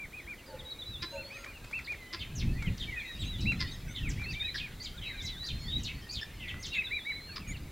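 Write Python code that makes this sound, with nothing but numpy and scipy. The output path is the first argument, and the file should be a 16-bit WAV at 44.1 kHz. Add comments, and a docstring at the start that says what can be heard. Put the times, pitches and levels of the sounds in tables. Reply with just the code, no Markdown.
"""Many wild birds call together in dry bush: arched peeps, slurred whistles, a long wavering song,
harsh chirps, squeaks and chacks. They are sines on moving pitches; the chacks stack harmonics.
Two hoots come from far away, noise bursts make twigs tick, and the scrub echoes every call.
Shaped noise makes nearly mono gusts rumble, over still air and a faint hiss that differs left and right."""
import sys
import numpy as np
from scipy import signal
from scipy.fft import rfft, irfft, next_fast_len
from scipy.io import wavfile
from scipy.ndimage import map_coordinates

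SR = 44100
rng = np.random.default_rng(int(sys.argv[2]) if len(sys.argv) > 2 else 0)


def persist_wave(psi):
    """Save psi, clipped to +-1, as 16-bit WAV."""
    counts = np.round(np.clip(psi, -1, 1) * 32767).astype(np.int16)
    wavfile.write(sys.argv[1], SR, np.atleast_2d(counts).T)


N = 340011


def amp(db):
    """Turn decibels into a gain."""
    return 10 ** (np.asarray(db) / 20)


def unit(x):
    """Scale a sound to an rms of 1."""
    return x / np.sqrt(np.mean(x ** 2) + 1e-20)


def along(points, hz):
    """Read (Hz, value) points at any frequency, on a log axis."""
    point_hz, values = np.transpose(points)
    return np.interp(np.log(hz + 1), np.log(point_hz + 1), values)


def curves(rows):
    """Give one value per sample for each column after the time."""
    seconds, *columns = np.transpose(rows)
    return [np.interp(np.arange(N) / SR, seconds, column) for column in columns]


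def wobble(rate, size):
    """A smooth random curve through `rate` random points a second."""
    points = rng.standard_normal(int(size * rate / SR) + 4)
    return map_coordinates(points, [np.arange(size) * rate / SR])


def filtered(x, response):
    """Multiply the spectrum of x by a gain that depends on frequency."""
    size = next_fast_len(N + SR // 2)
    spectrum = rfft(x, size) * response(np.fft.rfftfreq(size, 1 / SR))
    return irfft(spectrum, size)[..., :N]


def noise(spectrum):
    """Coloured noise with an rms of 1."""
    return unit(filtered(rng.standard_normal(N), lambda hz: amp(along(spectrum, hz))))


def add(track, start_s, sound):
    """Mix a sound into a track, cutting what falls outside it."""
    start = round(start_s * SR)
    part = sound[max(-start, 0):max(N - start, 0)]
    track[max(start, 0):][:len(part)] += part


def progress(length_s):
    """Count from 0 to 1 through a note."""
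    return np.linspace(0, 1, max(int(length_s * SR), 16))


def swell(u, power):
    """A note's loudness rises and falls; a small power makes it fuller."""
    return np.abs(np.sin(np.pi * u)) ** abs(power)


def glide(u, start, middle, end):
    """A parabola through three pitches."""
    return np.polyval(np.polyfit([0, .5, 1], [start, middle, end], 2), u)


def tone(hz):
    """A sine on a moving pitch, with an rms of about 1."""
    return np.sqrt(2) * np.sin(2 * np.pi * np.cumsum(hz) / SR)


def scrub(x, near_db, far_db):
    """Ground and branches give quick weak copies; the bush beyond gives a diffuse tail."""
    # time the tail takes to fade by 60 dB: pitch_hz [Hz], fade_s [s]
    decay_times = [(500, 0.96), (2300, 0.63), (4000, 0.36), (8000, 0.39)]
    hz, t, cells = signal.stft(rng.standard_normal(SR * 3 // 4), SR, nperseg=256)
    fade = amp(-60 * t / along(decay_times, hz)[:, None])
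    tail = signal.istft(cells * fade, SR, nperseg=256)[1]
    answer = amp(far_db) * tail / np.linalg.norm(tail)
    delays_s = rng.uniform(0.001996, .028, size=12)
    signs = rng.choice([-1, 1], size=12)
    answer[(delays_s * SR).astype(int)] += amp(near_db) * signs / np.sqrt(len(delays_s))
    return x + signal.fftconvolve(x, answer)[:N]


def whistles(notes, power, waver, flicker_db, overtone_db, flat_top):
    """Nearly pure notes, each one bend of the syrinx (a bird's voice organ)."""
    out = np.zeros(N)
    for start_s, length_s, start_hz, middle_hz, end_hz, level_db in notes:
        u = progress(length_s)
        # flat_top above 0 gives quick flanks and a pitch that lingers at mid-note
        bend = u + flat_top * np.sin(2 * np.pi * u) / (2 * np.pi)
        hz = glide(bend, start_hz, middle_hz, end_hz) * (1 + waver * wobble(248.7, len(u)))
        voice = tone(hz) + amp(overtone_db) * tone(2 * hz)
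        flicker = flicker_db * wobble(86.0, len(u))
        add(out, start_s, voice * swell(u, power) * amp(level_db + flicker))
    return out


def peeps():
    """Flat-topped arches of pitch, all one shape scaled to the top pitch."""
    # peeps: start_s [s], length_s [s], top_hz [Hz], level_db [dB before mixing]
    peep_calls = [(-0.044, 0.11, 2388, -40.5), (0.12, 0.097, 2530, -43), (0.265, 0.084, 2426, -40),
                  (1.148, 0.095, 2720, -44), (1.296, 0.1, 2554, -43), (1.447, 0.092, 2450, -45),
                  (1.724, 0.08, 2680, -32.5), (1.87, 0.081, 2452, -34), (3.454, 0.084, 2737, -28.5),
                  (4.168, 0.1, 2375, -41), (4.241, 0.097, 2690, -39.5), (4.326, 0.11, 2356, -40.5),
                  (4.397, 0.11, 2533, -39), (4.575, 0.11, 2510, -41), (6.755, 0.077, 2593, -31),
                  (6.905, 0.093, 2412, -29.5), (7.048, 0.082, 2302, -32), (7.13, 0.09, 2230, -46.5)]
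    start_share, end_share = 0.72, 0.67  # pitch at the two feet, as shares of the top
    notes = [(start_s, length_s, start_share * top_hz, top_hz, end_share * top_hz, level_db)
             for start_s, length_s, top_hz, level_db in peep_calls]
    return whistles(notes, power=0.67, waver=0.0072, flicker_db=2.5, overtone_db=-48.5, flat_top=0.45)


def wind():
    """Gusts buffet the microphone in lumps; the strongest shed eddies that flutter above the rumble."""
    # gust strength: time_s [s], strength_db [dB before mixing]
    gusts = [(0.0, -50), (0.73, -53), (1.05, -44), (1.12, -51.5), (2.12, -51), (2.47, -30), (2.64, -40.5),
             (2.68, -29.5), (2.77, -42.5), (2.83, -35), (3.05, -53.5), (3.24, -34.5), (3.35, -39.5),
             (3.44, -29.5), (3.86, -43.5), (4.12, -33.5), (4.42, -45.5), (5.52, -44), (5.78, -34),
             (6.12, -50.5), (6.53, -43.5), (7.09, -53.5), (7.49, -39), (7.71, -45.5)]
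    # colour of the rumble: pitch_hz [Hz], level_db [relative dB per Hz]
    rumble_spectrum = [(10, -11.5), (30, 1.5), (85, -0.5), (130, -5), (200, -12), (300, -19), (500, -37.5),
                       (1000, -52), (2500, -80)]
    # colour of the eddies: pitch_hz [Hz], level_db [relative dB per Hz]
    flutter_spectrum = [(60, -45), (120, 4.5), (200, -2.5), (320, -16), (500, -31), (1000, -39),
                        (2500, -75)]
    gust_db, = curves(gusts)
    gust_db = gust_db + 2.4 * wobble(22, N)
    rumble = amp(gust_db - 1.67) * noise(rumble_spectrum)
    # the flutter grows faster than the gust itself
    flutter = amp(-47 + 1.47 * (gust_db + 36.5)) * noise(flutter_spectrum)
    return rumble + flutter


def flock(count, low_hz, high_hz, length_s, slide, tail_db):
    """Distant birds slide up and down at random, blurred by the bush; rms 1."""
    notes = []
    for k, (when, pitch, life, slope, arch, loud) in enumerate(rng.random((count, 6))):
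        start_s = (k + when) / count * N / SR
        hz = low_hz * (high_hz / low_hz) ** pitch
        fall = slide * (slope - .35)  # more often down than up
        middle_hz = hz * (1 + .25 * (arch - .3))
        notes.append((start_s, length_s * (.5 + life), hz * (1 + fall), middle_hz, hz * (1 - fall), 5 * loud))
    calls = whistles(notes, power=0.9, waver=0.016, flicker_db=4.5, overtone_db=-41.5, flat_top=0)
    return unit(scrub(calls, near_db=3.5, far_db=tail_db))


def background():
    """Still air and the far flock, with a faint hiss that differs left and right and an electronic whine."""
    # loudness of the distant flock: time_s [s], level_db [dB before mixing]
    chorus = [(0, -57.5), (2.2, -53), (3, -47), (4.5, -51), (5.5, -49.5), (6.8, -55.5), (7.7, -54.5)]
    # colour of the still air: pitch_hz [Hz], level_db [relative dB per Hz]
    air_spectrum = [(120, -27), (200, -1.5), (321, -0.5), (598, -7), (718, -9), (1600, -10.5), (2350, -11),
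                    (2930, -16), (3850, -13), (5350, -21.5), (9770, -24.5), (14100, -25.5), (15700, -26.5)]
    # colour of the faint hiss: pitch_hz [Hz], level_db [relative dB per Hz]
    hiss_spectrum = [(60, 9.5), (250, -5), (650, 6), (2500, -24.5), (6000, 1), (15000, 1.5)]
    whine_hz = 13776
    chorus_db, = curves(chorus)
    low = flock(count=150, low_hz=1544, high_hz=2650, length_s=.08, slide=.6, tail_db=-8.5)
    middle = flock(count=50, low_hz=2105, high_hz=3410, length_s=.04, slide=.7, tail_db=-9)
    high = flock(count=330, low_hz=2958, high_hz=4547, length_s=.06, slide=.6, tail_db=26)
    far = amp(chorus_db - 6.5) * low + amp(chorus_db - 13.5) * middle + amp(chorus_db - 10) * high
    # the farthest chirps melt together into noise
    haze = amp(chorus_db - 17.5) * noise([(3500, -37), (4800, -6.0), (7200, -5.5), (8500, -15.5)])
    air = amp(-56.0) * noise(air_spectrum)
    hiss = amp(-61.5) * np.array([noise(hiss_spectrum) for _ in range(2)])  # left and right
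    whine = amp(-93.0) * tone(np.full(N, whine_hz))
    return far + haze + air + hiss + whine


def slurs():
    """Slides between two pitches: quick ones bow upward, slow ones sag."""
    # whistles farther off: start_s [s], length_s [s], start_hz [Hz], end_hz [Hz],
    # level_db [dB before mixing]
    slur_calls = [(0.46, 0.079, 4980, 3980, -62), (0.706, 0.025, 4400, 3280, -49),
                  (1.325, 0.05, 2700, 4380, -59), (1.438, 0.013, 2615, 1286, -43.5),
                  (1.532, 0.061, 2840, 2380, -54.5), (1.937, 0.3, 2290, 2285, -54),
                  (2.195, 0.043, 4900, 3510, -53), (2.574, 0.12, 2540, 1906, -49),
                  (2.654, 0.052, 3410, 1980, -50.5), (2.869, 0.13, 2390, 1743, -44),
                  (2.957, 0.073, 2532, 2184, -42), (3.031, 0.1, 2104, 1760, -50),
                  (3.592, 0.075, 2080, 1814, -44), (3.657, 0.1, 3630, 3754, -50.5),
                  (3.675, 0.07, 5100, 3300, -53), (4.028, 0.072, 2810, 1850, -44.5),
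                  (4.235, 0.021, 3710, 4200, -47), (4.396, 0.12, 3580, 4035, -37),
                  (5.135, 0.14, 2540, 1990, -53), (5.673, 0.11, 3484, 3936, -39),
                  (6.371, 0.29, 2207, 2215, -52), (6.718, 0.11, 2790, 2445, -38),
                  (7.257, 0.11, 3070, 2130, -58.5), (7.466, 0.072, 2470, 1900, -47.5),
                  (7.503, 0.03, 2780, 4580, -56), (7.531, 0.036, 3060, 2400, -50),
                  (7.565, 0.016, 4700, 2900, -57)]
    arch, sag_per_s = 0.09, 0.72  # shares of the pitch halfway between the two ends
    notes = []
    for start_s, length_s, start_hz, end_hz, level_db in slur_calls:
        middle_hz = (start_hz + end_hz) / 2 * (1 + arch - sag_per_s * length_s)
        notes.append((start_s, length_s, start_hz, middle_hz, end_hz, level_db))
    return whistles(notes, power=0.38, waver=0.0103, flicker_db=3.5, overtone_db=-38, flat_top=0.039)


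def hoots():
    """Hoarse low calls: a few unevenly spaced tones that each shake on their own."""
    # far calls: start_s [s], length_s [s], pitch_hz [Hz before the glide], level_db [dB before mixing]
    hoot_calls = [(0.48, 0.093, 521.5, -48.5), (1.119, 0.08, 545, -46.5)]
    # tones of one hoot: multiple [times the pitch], level_db [relative dB]
    hoot_tones = [(1, -0.5), (1.139, -9), (1.662, -9.5), (2.8, -15)]
    out = np.zeros(N)
    for start_s, length_s, pitch_hz, level_db in hoot_calls:
        u = progress(length_s)
        hz = pitch_hz * glide(u, 1.03, 1.01, 0.93)
        voice = sum(amp(tone_db) * tone(multiple * hz * (1 + 0.015 * wobble(219, len(u))))
                    for multiple, tone_db in hoot_tones)
        add(out, start_s, voice * swell(u, 0.49) * amp(level_db))
    return out


def song():
    """A long thin whistle holds one pitch, dips from it several times and then climbs away."""
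    # phrases: start_s [s], pitch_hz [Hz before dips and climb], level_db [dB before mixing]
    phrases = [(0.59, 3933, -49), (2.99, 3913, -50.5), (4.975, 3955, -49), (6.64, 3923, -49)]
    # pitch dips in every phrase: at_s [s into the phrase], half_width_s [s], depth_hz [Hz]
    pitch_dips = [(0.025, 0.017, 680), (0.085, 0.03, 109.7), (0.171, 0.03, 199), (0.237, 0.011, 470),
                  (0.38, 0.031, 520)]
    # syllables of every phrase: at_s [s into the phrase], length_s [s], level_db [relative dB]
    syllables = [(0.0, 0.025, -1), (0.058, 0.12, -1.5), (0.198, 0.055, 0.5), (0.261, 0.14, 0),
                 (0.39, 0.17, -1.5), (0.541, 0.21, -8)]
    phrase_s, climb_from_s, climb_hz_per_s2 = 0.74, 0.41, 6000
    out, t = np.zeros(N), progress(phrase_s) * phrase_s
    dips = sum(depth_hz * np.exp(-((t - at_s) / width_s) ** 2) for at_s, width_s, depth_hz in pitch_dips)
    climb = climb_hz_per_s2 * np.maximum(t - climb_from_s, 0) ** 2  # gathers speed
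    effort = sum(amp(level_db) * swell(np.clip((t - at_s) / length_s, 0, 1), 0.52)
                 for at_s, length_s, level_db in syllables)
    for start_s, pitch_hz, level_db in phrases:
        hz = (pitch_hz - dips + climb) * (1 + 0.00403 * wobble(201.5, len(t)))
        add(out, start_s, tone(hz) * effort * amp(level_db + 2.1 * wobble(49.9, len(t))))
    return out


def chacks():
    """Rough harmonic stacks ring the bird's throat: they burst in bright and darken as they fade."""
    # chacks and nasal notes: start_s [s], length_s [s], pitch_hz [Hz before arch and jitter],
    # arch [share of the pitch], level_db [dB before mixing],
    # bright_db [dB per octave at mid-note], jitter [share of the pitch]
    chack_calls = [(1.02, 0.033, 342.6, 0.029, -39, 3.5, 0.044),
                   (1.31, 0.18, 619, 0.36, -54.5, -3.5, 0.028),
                   (2.127, 0.032, 340, 0.019, -39.5, 3.5, 0.084),
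                   (3.6, 0.0356, 344, 0.055, -37, 5.5, 0.053),
                   (4.543, 0.024, 1777, 0.035, -37.5, -1.5, 0.085),
                   (6.213, 0.026, 1744, 0.059, -39.5, 2.5, 0.055),
                   (7.357, 0.029, 1222, 0.071, -41.5, 3.5, 0.17)]
    # resonances of the throat: pitch_hz [Hz], gain_db [dB]
    throat_gains = [(200, -18), (350, 11), (700, -19), (1050, 5.5), (1350, 1), (1750, 5), (2300, -0.5),
                    (2750, -6), (3400, -2), (4300, -3.5), (5000, 4), (5600, -13), (7000, -29.5),
                    (10000, -42)]
    out = np.zeros(N)
    for start_s, length_s, pitch_hz, arch, level_db, bright_db, jitter in chack_calls:
        u = progress(length_s)
        bend = 1 + arch * (swell(u, 0.92) - 2 / np.pi)  # stays near the pitch on average
        hz = pitch_hz * bend * (1 + jitter * wobble(1457, len(u)))
        tilt_db = bright_db + 8 * (.5 - u)
        harmonics = range(1, int(SR / 4 / pitch_hz))
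        stack = sum(amp(tilt_db * np.log2(k * pitch_hz / 3000)) * tone(k * hz) for k in harmonics)
        ragged = amp(3.5 * wobble(400, len(u)))
        throat = amp(along(throat_gains, np.fft.rfftfreq(len(u), 1 / SR)))
        voice = irfft(rfft(stack * ragged) * throat, len(u))
        add(out, start_s, unit(voice) * swell(u ** 0.7, 0.5) * amp(level_db))
    return out


def squeaks():
    """High, thin, rising reedy notes in which only the third and fourth harmonics carry."""
    # squeaks: start_s [s], length_s [s], start_hz [Hz, of the third harmonic], level_db [dB before mixing]
    squeak_calls = [(1.097, 0.094, 6220, -60), (1.328, 0.12, 6100, -57), (3.246, 0.034, 6000, -53),
                    (3.71, 0.042, 6000, -53), (3.88, 0.053, 5780, -52), (5.609, 0.042, 6550, -57.5),
                    (6.596, 0.04, 6100, -51), (6.744, 0.042, 6440, -56), (7.475, 0.051, 6460, -45)]
    rise = 0.088  # share of the starting pitch
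    out = np.zeros(N)
    for start_s, length_s, start_hz, level_db in squeak_calls:
        u = progress(length_s)
        third_hz = start_hz * (1 + rise * np.sin(np.pi / 2 * u)) * (1 + 0.006 * wobble(414, len(u)))
        voice = tone(third_hz) + amp(-10) * tone(third_hz * 4 / 3)
        add(out, start_s, voice * swell(u, 0.27) * amp(level_db))
    return out


def ticks():
    """Dry twigs snap with a crack of noise and a small woody knock."""
    # twigs: start_s [s], level_db [dB before mixing], knock_db [dB relative to the crack]
    twigs = [(1.4455, -41.5, -19), (1.6442, -42, -16), (1.712, -43, -5), (1.7903, -43, -7),
             (1.921, -41.5, -7), (2.624, -38, -12), (3.52, -41, -17), (4.1984, -49, 2), (4.2172, -47.5, 3),
             (5.43, -45, -14), (6.5427, -53.5, 14.5), (7.0937, -48.5, -13.5)]
    out, t = np.zeros(N), np.arange(SR // 20) / SR
    for start_s, level_db, knock_db in twigs:
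        # each part fades by 60 dB in the given seconds
        crack = rng.standard_normal(len(t)) * amp(-60 * t / 0.033)
        knock = np.sin(2 * np.pi * 1500 * t) * amp(-60 * t / 0.005)
        add(out, start_s, amp(level_db + 1.0) * (crack + amp(knock_db) * knock))
    return filtered(out, lambda hz: amp(along([(400, 0.5), (1500, 7.5), (6500, -3.5), (12000, -20)], hz)))


def sweep(length_s, start_hz, end_hz, rasp):
    """An even slide in octaves, made harsh by a fast uneven shake; the roughest break up into a scratch."""
    u = progress(length_s)
    buzz = tone(330 * (1 + 0.248 * wobble(122.5, len(u))))
    shake = 0.42 * buzz + 0.575 * wobble(900, len(u))
    hz = start_hz * (end_hz / start_hz) ** u * (1 + rasp * shake)
    scratch = 13 * rasp ** 2 * wobble(2800, len(u))
    voice = tone(hz) * (1 + scratch) + amp(-25) * tone(2 * hz)
    flicker = amp(2.0 * wobble(270.0, len(u)))
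    return unit(voice * flicker) * swell(u ** 0.75, 0.44)  # starts hard


def chirps():
    """A chirp is one rough sweep; a cheep opens with a clear step, flicks up to its top and falls roughly."""
    # chirps: start_s [s], length_s [s], start_hz [Hz], end_hz [Hz], level_db [dB before mixing]
    chirp_calls = [(1.843, 0.034, 4810, 3470, -43.5), (2.192, 0.063, 4220, 2130, -38),
                   (2.352, 0.05, 6770, 4960, -40.5), (2.392, 0.044, 5020, 2120, -38),
                   (2.776, 0.021, 5800, 3690, -44), (2.797, 0.055, 3940, 2880, -34.5),
                   (3.194, 0.035, 8050, 7370, -50.5), (3.216, 0.038, 4130, 2520, -36.5),
                   (3.405, 0.04, 7000, 2910, -44), (3.949, 0.054, 3765, 2810, -35),
                   (4.087, 0.037, 8300, 4610, -41.5), (4.55, 0.073, 5495, 2323, -34),
                   (5.013, 0.13, 3400, 1745, -39), (5.213, 0.03, 4640, 7560, -46),
                   (5.246, 0.057, 7170, 2780, -40), (5.698, 0.037, 3740, 3020, -40.5),
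                   (5.78, 0.04, 7200, 5300, -53), (5.832, 0.024, 7220, 4410, -39.5),
                   (5.845, 0.078, 4650, 1954, -35.5), (6.397, 0.11, 3206, 1900, -40.5),
                   (6.48, 0.042, 3810, 2294, -36.5), (6.626, 0.052, 5940, 2780, -37),
                   (6.658, 0.037, 7250, 3100, -40.5), (6.732, 0.03, 4250, 3120, -34),
                   (6.738, 0.057, 2550, 1840, -33.5)]
    # cheeps of a step, a flick and a fall: start_s [s], climb_s [s], fall_s [s], top_hz [Hz],
    # level_db [dB before mixing]
    cheep_calls = [(4.285, 0.041, 0.036, 6280, -40), (4.801, 0.042, 0.041, 7070, -37),
                   (5.439, 0.03, 0.053, 6380, -35.5), (6.09, 0.041, 0.077, 7170, -35)]
    step_from_hz, step_to_hz, fall_to_hz = 4380, 4810, 2670
    out = np.zeros(N)
    for start_s, length_s, start_hz, end_hz, level_db in chirp_calls:
        # the steeper the sweep in octaves a second, the rougher
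        rasp = 0.052 + 0.004 * abs(np.log2(end_hz / start_hz)) / length_s
        add(out, start_s, amp(level_db) * sweep(length_s, start_hz, end_hz, rasp))
    for start_s, climb_s, fall_s, top_hz, level_db in cheep_calls:
        step = sweep(0.72 * climb_s, step_from_hz, step_to_hz, rasp=0.039)
        flick = sweep(0.78 * climb_s, 0.84 * top_hz, 1.03 * top_hz, rasp=0.094)
        fall = sweep(fall_s, 0.73 * top_hz, fall_to_hz, rasp=0.093)
        add(out, start_s, amp(level_db) * step)
        add(out, start_s + 0.56 * climb_s, amp(level_db - 9.5) * flick)
        add(out, start_s + climb_s, amp(level_db - 0.1) * fall)
    # the ground's copy arrives about 2 ms late and beads each sweep
    ground_copy = np.interp(np.arange(N) - 0.00189 * SR, np.arange(N), out)
    out = out + amp(-11.0) * ground_copy
    return filtered(out, lambda hz: amp(along([(7400, -3.0), (8600, -7.5), (11000, 0)], hz)))


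def scene():
    """Each kind of call sits at its own depth in the scrub, over wind and background."""
    birds = amp(-3.0) * scrub(peeps(), near_db=-7.5, far_db=-20)
    birds += amp(0.5) * scrub(slurs(), near_db=-10.0, far_db=-9.0)
    birds += amp(0.5) * scrub(hoots(), near_db=-9, far_db=-4)
    birds += amp(5.0) * scrub(song(), near_db=-9.5, far_db=-13)
    birds += amp(2.5) * scrub(chacks(), near_db=-10, far_db=-13.0)
    birds += amp(-4.5) * scrub(squeaks(), near_db=-7, far_db=-27.0)
    birds += amp(-2.5) * scrub(chirps(), near_db=-6.5, far_db=-6.5)
    twigs = scrub(ticks(), near_db=-12.0, far_db=-3)
    return birds + twigs + wind() + background()


def record(dry):
    """The camera keeps nothing above its band limit."""
    top_hz = 15850
    return filtered(dry, lambda hz: hz < top_hz)


dry = scene()
out = record(dry)
persist_wave(out)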